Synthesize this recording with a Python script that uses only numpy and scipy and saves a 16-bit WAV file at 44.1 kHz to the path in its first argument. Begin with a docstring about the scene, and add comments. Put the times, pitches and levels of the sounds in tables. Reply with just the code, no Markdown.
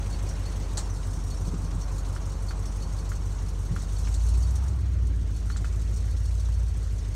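"""Closing the top of a convertible

Inside an old car a V8 idles and is revved gently twice. Its exhaust throbs in harmonics of the engine
cycle, the body drones, and the valve gear ticks, rings and squeaks as each cycle comes round.
A hydraulic pump whirs behind the seats and folds the frame forward: the linkage clacks,
the bows knock, the canvas flaps softly and the joints tick as they slip."""
import sys
import numpy as np
from scipy import signal
from scipy.fft import rfft, irfft
from scipy.io import wavfile
from scipy.ndimage import uniform_filter1d

SR = 44100
rng = np.random.default_rng(int(sys.argv[2]) if len(sys.argv) > 2 else 0)


def transcribe(signal):
    """Save signal, clipped to [-1, 1], as a 16-bit WAV file at the path in sys.argv[1]."""
    frames = np.atleast_2d(signal).T
    limited = np.clip(frames, -1, 1)
    pcm = np.round(limited * 32767).astype(np.int16)
    wavfile.write(sys.argv[1], SR, pcm)


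N = 315315
TIME = np.arange(N) / SR
EVENT_TIME = TIME[:SR // 5]
BIN_HZ = np.fft.rfftfreq(N, 1 / SR)


def amp(db):
    """Amplitude ratio of a level in decibels."""
    return 10 ** (np.asarray(db) / 20)


def unit(x):
    """The signal scaled to an rms of one."""
    return x / np.sqrt(np.mean(x ** 2) + 1e-20)


def curve(rows, column=1):
    """One column of a time table, interpolated at every sample."""
    rows = np.array(rows)
    return np.interp(TIME, rows[:, 0], rows[:, column])


def response(spectrum, hz):
    """Gain of a spectrum, interpolated on a log-frequency axis."""
    points_hz, db = np.transpose(spectrum)
    return amp(np.interp(np.log(hz + 1), np.log(points_hz), db))


def filtered_noise(gain):
    """White noise weighted in frequency, at an rms of one."""
    return unit(irfft(rfft(rng.standard_normal(N)) * gain, N))


def noise(spectrum, tilt_db=0):
    """Noise of a given spectrum, tilted in dB per octave and rolled off past its ends."""
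    hz = BIN_HZ + 1
    skirts = np.minimum(1, hz / spectrum[0][0]) ** 2 * np.minimum(1, spectrum[-1][0] / hz) ** 2
    return filtered_noise(response(spectrum, hz) * skirts * amp(tilt_db * np.log2(hz)))


def band(centre_hz, width_hz):
    """Noise in one resonance with steep skirts."""
    return filtered_noise(1 / (1 + ((BIN_HZ - centre_hz) / width_hz) ** 2) ** 2)


def drift(rate_hz):
    """Low-pass noise: a smooth random fluctuation."""
    return filtered_noise(np.exp(-(BIN_HZ / rate_hz) ** 2))


def stretch(source):
    """A random stretch of a signal, one event long."""
    start = rng.integers(N - len(EVENT_TIME))
    return source[start:start + len(EVENT_TIME)]


def envelope(decay_s, rise_s):
    """Quick build-up and exponential decay of a damped vibration."""
    return (1 - np.exp(-EVENT_TIME / rise_s)) * np.exp(-EVENT_TIME / decay_s)


def burst(source, decay_s, rise_s):
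    """A damped transient cut from a noise."""
    return stretch(source) * envelope(decay_s, rise_s)


def add(mix, start_s, sound):
    """Superposes a sound on the mix."""
    part = mix[max(round(start_s * SR), 0):][:len(sound)]
    part += sound[:len(part)]


def reflections(x, wet_db, t60_s):
    """Reverberation: glass and trim add short, dense echoes."""
    t = EVENT_TIME
    taps = rng.standard_normal(len(t)) * (rng.random(len(t)) < 0.1)
    taps *= (t > 0.002) * amp(-60 * t / t60_s)
    return x + amp(wet_db) * signal.oaconvolve(x, taps / np.linalg.norm(taps))[:N]


def rustle(x, patchy_db, ripple_db):
    """Small resonances flare briefly; interfering reflections leave a steady spectral ripple."""
    spectra = signal.stft(x, nperseg=512, noverlap=384)[2]
    patches = uniform_filter1d(rng.standard_normal(spectra.shape), size=4, axis=0)
    patches = unit(uniform_filter1d(patches, size=7, axis=1))
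    ripple = unit(uniform_filter1d(rng.standard_normal(len(spectra)), size=2))[:, None]
    spectra *= amp(patchy_db * patches + ripple_db * ripple)
    return np.std(x) * unit(signal.istft(spectra, nperseg=512, noverlap=384)[1][:N])


def pull(rpm, lead_s=0.036, ease_s=0.33):
    """Smoothed acceleration in rpm per second, advanced because the throttle leads the speed."""
    eased = uniform_filter1d(np.gradient(rpm) * SR, size=round(ease_s * SR))
    return np.interp(TIME + lead_s, TIME, eased)


def each_cycle(cycles, phase):
    """The times at which the engine passes one phase (0-1) of its cycle."""
    return np.interp(np.arange(phase, cycles[-1], 1), cycles, TIME)


# Exhaust harmonics. Each row: multiple of the cycle rate, relative level in dB.
EXHAUST_ORDERS = [(5, -7.5), (7, -71), (8, 0), (9, -11), (10, -11.5), (11, -4.5), (12, -9), (13, -3),
                  (14, -14), (15, -8), (16, -1.5), (17, -5), (19, -7.5), (21, -13), (24, -5), (29, -13),
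                  (32, -20)]
# Transmission into the cabin. Each row: frequency in Hz, gain in dB.
CABIN_RESPONSE = [(30, -26), (46, 1), (62, 0.5), (76, 0.5), (100, 2), (112, -8.5), (126, -21), (143, -4.5),
                  (185, -20.5), (230, -15)]
# Cabin resonance: centre in Hz, half width in Hz, peak gain in dB.
CABIN_BOOM = (57.7, 2.9, 4.3)

def exhaust(rpm, cycle_hz, cycles):
    """Periodic pulses form a harmonic series: order 8 is the firing tone, all others make the burble."""
    firing, burble = np.zeros(N), np.zeros(N)
    boom_hz, boom_width_hz, boom_db = CABIN_BOOM
    for order, db in EXHAUST_ORDERS:
        hz = order * cycle_hz
        tone = amp(db) * response(CABIN_RESPONSE, hz) * np.cos(2 * np.pi * (order * cycles + rng.random()))
        if order == 8:
            boom = amp(boom_db / (1 + ((hz - boom_hz) / boom_width_hz) ** 2))
            firing += boom * tone * (1 + 0.06 * drift(4))
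        else:
            burble += tone * (1 + 0.21 * drift(8.6))
    idle_rpm, knee_rpm = 715, 104
    above_idle = np.maximum(rpm - idle_rpm, 0)
    firing_db = -28.5 + 0.0169 * above_idle + 0.0096 * np.maximum(pull(rpm), 0)
    burble_db = -36 + 7 * np.tanh(above_idle / knee_rpm)
    return amp(firing_db) * firing + amp(burble_db) * burble


# Drone of the body. Each row: time in seconds, level in dB.
BODY_LEVEL = [(0, -44.5), (1.6, -42.5), (3, -45), (6.1, -45), (6.27, -55), (7.15, -44.5)]
# Its spectrum. Each row: frequency in Hz, relative level in dB.
BODY_SPECTRUM = [(30, -13), (48, -8.5), (90, -4.5), (125, -1.5), (170, 2), (230, -6), (262, -7), (285, -3),
                 (315, -10), (390, -10.5), (480, -18), (650, -30.5)]

def body_rumble():
    """Forced vibration: the running engine makes the body drone."""
    return amp(curve(BODY_LEVEL) + 0.62 * drift(21)) * noise(BODY_SPECTRUM)


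# Spectrum of the valve gear. Each row: frequency in Hz, relative level in dB.
VALVE_SPECTRUM = [(1200, -20), (2200, -14), (3100, -9), (3900, -2.5), (4400, -6), (4900, -4.5), (5800, 3),
                  (6500, 3.5), (7200, -1.5), (8200, 0), (9600, -6), (10400, -11), (11300, -13),
                  (15700, -22)]
# Loose tappets. Each row: cycle phase from 0 to 1, relative level in dB, tilt in dB per octave.
TAPPET_IMPACTS = [(.14, -1, -8), (.365, -0.5, 4.5), (.6, -2, 2), (.742, 3, 1)]
# Resonance of the valve cover: centre in Hz, width in Hz.
COVER_MODE = (4397, 92)
# Blows that excite it. Each row: cycle phase from 0 to 1, relative level in dB.
COVER_IMPACTS = [(.2, -6), (.63, -2), (.77, -5.5)]

def valve_gear(cycles, level_db):
    """Impact excitation: in every cycle the tappets rattle and the cover rings, over a mechanical hiss."""
    rattle, rings, cover = np.zeros(N), np.zeros(N), band(*COVER_MODE)
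    for phase, db, tilt_db in TAPPET_IMPACTS:
        tappet = noise(VALVE_SPECTRUM, tilt_db)
        for start in each_cycle(cycles, phase):
            strength = amp(db + 2 * rng.standard_normal())
            add(rattle, start, strength * burst(tappet, decay_s=0.016, rise_s=0.0027))
    for phase, db in COVER_IMPACTS:
        for start in each_cycle(cycles, phase):
            strength = amp(db + 1.5 * rng.standard_normal())
            add(rings, start, strength * burst(cover, decay_s=0.025, rise_s=0.003))
    hiss = amp(-3 + 1.47 * drift(47)) * noise(VALVE_SPECTRUM)
    gear = rustle(hiss + amp(4.5) * rattle, patchy_db=2.6, ripple_db=0.7)
    return amp(level_db) * (gear + amp(-1.5) * rings)


# Pump motor. Each row: time in seconds, shaft rate in Hz, whine level in dB.
PUMP_MOTOR = [(0, 90.6, -50.5), (.5, 87.4, -51), (1.1, 86.6, -54), (1.6, 89.8, -52), (2.35, 89.3, -51),
              (3.0, 88.6, -52.5), (3.9, 88.6, -53.5), (4.2, 85.1, -62), (7.15, 86.25, -57)]
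# Its harmonics. Each row: multiple of the shaft rate, relative level in dB.
PUMP_HARMONICS = [(2, -7), (4, -8.5), (5, -3.5), (6, -5), (12, -16)]
# Broad whir, loudest as the pump takes up the load. Each row: time in seconds, level in dB.
WHIR_LEVEL = [(0, -48), (.67, -48), (1.1, -54.5), (5, -53), (5.6, -51.5), (7.15, -52)]
# Its spectrum. Each row: frequency in Hz, relative level in dB.
WHIR_SPECTRUM = [(200, 14.5), (420, 10), (600, 9), (750, 7), (950, -0.5), (1400, 4.5), (1900, 1.5),
                 (2600, -2), (3700, -4), (5000, -6.5), (9000, -20)]
# Oil in the valve and hoses, quieter as the top comes down. Each row: time in seconds, level in dB.
OIL_LEVEL = [(0, -51), (2.3, -50), (3.6, -53), (4.7, -52.7), (4.87, -60), (7.15, -61)]
# Its spectrum. Each row: frequency in Hz, relative level in dB.
OIL_SPECTRUM = [(420, -8), (650, 1.5), (850, 2), (1060, 2.5), (1200, -0.5), (1400, -3.5), (1750, -10.5),
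                (2400, -14.5)]

def hydraulic_pump():
    """Rotation gives harmonics of the shaft rate, heard with a broadband whir and the oil's flow noise."""
    turns = np.cumsum(curve(PUMP_MOTOR) * (1 + 0.00912 * drift(12.6))) / SR
    whine = sum(amp(db) * (1 + 0.26 * drift(40)) * np.sin(2 * np.pi * order * turns)
                for order, db in PUMP_HARMONICS)
    whir_db = curve(WHIR_LEVEL) + 0.39 * drift(11)
    whir = amp(whir_db) * rustle(noise(WHIR_SPECTRUM), patchy_db=2.5, ripple_db=0.74)
    oil = amp(curve(OIL_LEVEL) + 0.83 * drift(11.6)) * noise(OIL_SPECTRUM)
    return amp(curve(PUMP_MOTOR, column=2)) * whine + whir + oil


# The loudest valve-gear squeaks. Each row: start in seconds, level in dB, pitch in Hz.
LOUD_SQUEAKS = [(.125, -40, 4460), (.289, -37, 5750), (.455, -39, 4410), (.897, -38.5, 5980),
                (1.306, -39.5, 4410), (1.811, -42, 5720), (2.482, -36, 4460), (2.654, -41, 5510),
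                (2.821, -39.5, 4420), (2.98, -44, 4370), (4.431, -39, 4550), (5.519, -43, 4400)]

def valve_squeaks(cycles, valve_db, faint_hz=4400):
    """Dry friction: a fluttering tone sounds faintly once a cycle, with louder squeaks now and then."""
    out, flutter = np.zeros(N), drift(310)
    faint = [(start, np.interp(start, TIME, valve_db) - 2 - rng.standard_normal(), faint_hz)
             for start in each_cycle(cycles, phase=0.86)]
    swell = envelope(decay_s=0.015, rise_s=0.005)
    for start, db, hz in LOUD_SQUEAKS + faint:
        turns = np.cumsum(hz * (1 + 0.02 * stretch(flutter))) / SR
        add(out, start, amp(db) * np.sin(2 * np.pi * turns) * swell)
    return reflections(out, wet_db=-6, t60_s=0.08)


# Clacks of the linkage. Each row: start in seconds, level in dB, decay time in seconds.
LINKAGE_CLACKS = [(0.772, -28, 0.0051), (.777, -29.5, 0.018), (4.142, -38, 0.012), (5.567, -41, 0.016)]
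# Their spectrum. Each row: frequency in Hz, relative level in dB.
LINKAGE_SPECTRUM = [(150, 13.5), (600, -10), (1500, -8), (2800, -9), (4250, 4), (5000, -1), (6200, 2.5),
                    (7600, 7), (9200, -1), (10500, -19), (15500, -24)]
# Knocks of the roof bows. Each row: start in seconds, level in dB, centre in Hz, decay time in seconds.
BOW_KNOCKS = [(.778, -37, 850, 0.018), (4.071, -42, 1760, 0.014), (6.487, -38.5, 744, 0.0035)]

def frame_impacts():
    """Brief impacts excite a wide band: the linkage clacks brightly and the bows knock dully."""
    out, metal = np.zeros(N), noise(LINKAGE_SPECTRUM)
    for start, db, decay_s in LINKAGE_CLACKS:
        add(out, start, amp(db) * burst(metal, decay_s, rise_s=0.00058))
    for start, db, hz, decay_s in BOW_KNOCKS:
        add(out, start, amp(db) * burst(band(hz, 1.3 * hz), decay_s, rise_s=0.00047))
    return out


# Flaps of the canvas. 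Each row: start in seconds, level in dB, decay time in seconds.
CANVAS_FLAPS = [(1.47, -23, 0.018), (1.526, -20, 0.014), (1.635, -27, 0.014), (1.721, -28.5, 0.035),
                (1.776, -29, 0.01), (3.708, -24.5, 0.032)]
# Their spectrum. Each row: frequency in Hz, relative level in dB.
CANVAS_SPECTRUM = [(40, 13), (70, 12.5), (110, 19.5), (170, 11), (280, -16), (420, -42.5), (900, -28)]

def canvas():
    """A damped membrane: the cloth pulls taut with dull thuds that shake the car's body."""
    out, cloth, body = np.zeros(N), noise(CANVAS_SPECTRUM), noise(BODY_SPECTRUM)
    for start, db, decay_s in CANVAS_FLAPS:
        shake = amp(-5.5) * burst(body, decay_s=0.023, rise_s=0.011)
        thud = burst(cloth, decay_s, rise_s=0.0045)
        add(out, start, amp(db) * (thud + shake))
    return out


# Slips of a frame joint. Each row: start in seconds, level in dB.
JOINT_SLIPS = [(2.163, -31.5), (2.509, -30.5), (3.118, -30), (3.763, -28.5), (5.501, -31.3), (5.562, -34.5),
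               (5.645, -30)]
# Its hollow note: first and last pitch in Hz, then glide time and decay time in seconds.
JOINT_NOTE = (1680, 1120, 0.0015, 0.00071)

def joint_ticks():
    """Dispersion: bending waves bring their high frequencies first, so each tick sweeps downward."""
    out, t, snap_noise = np.zeros(N), EVENT_TIME, band(3100, 6600)
    first_hz, last_hz, glide_s, decay_s = JOINT_NOTE
    turns = np.cumsum(last_hz + (first_hz - last_hz) * np.exp(-t / glide_s)) / SR
    tick = np.sin(2 * np.pi * turns) * (t / decay_s) * np.exp(1 - t / decay_s)
    for start, db in JOINT_SLIPS:
        snap = amp(-15.5) * burst(snap_noise, decay_s=0.01, rise_s=0.00025)
        add(out, start, amp(db) * (tick + snap))
    return reflections(out, wet_db=-4.5, t60_s=0.093)


# Engine speed. Each row: time in seconds, revolutions per minute.
ENGINE_RPM = [(0.0, 731.9), (1.03, 702.5), (2.84, 715.8), (2.96, 733.6), (3.87, 711.4), (4.7, 981.7),
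              (5.32, 783.7), (6.6, 849.1), (7.15, 732.4)]
# Valve gear at a steady speed. Each row: time in seconds, level in dB.
VALVE_STEADY_LEVEL = [(0, -50.5), (2.5, -52), (4.1, -53), (5.1, -56), (6.2, -53.5), (7.15, -52)]

def scene():
    """Superposition of engine and roof at the front seat."""
    rpm = curve(ENGINE_RPM)
    cycle_hz = rpm / 120  # one cycle takes two revolutions
    cycles = np.cumsum(cycle_hz) / SR
    valve_db = curve(VALVE_STEADY_LEVEL) + 0.0132 * pull(rpm)  # louder pulling, softer coasting
    engine = exhaust(rpm, cycle_hz, cycles) + body_rumble()
    valves = valve_gear(cycles, valve_db) + valve_squeaks(cycles, valve_db)
    roof = hydraulic_pump() + frame_impacts() + canvas() + joint_ticks()
    return (engine + valves + roof)[None]


def record(dry, cutoff_hz=15750):
    """Band limiting: a steep low-pass filter removes the highest treble."""
    low_pass = signal.firwin(1023, cutoff_hz, window=("kaiser", 9), fs=SR)
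    return signal.oaconvolve(dry, low_pass[None], "same")


dry = scene()
out = record(dry)
transcribe(out)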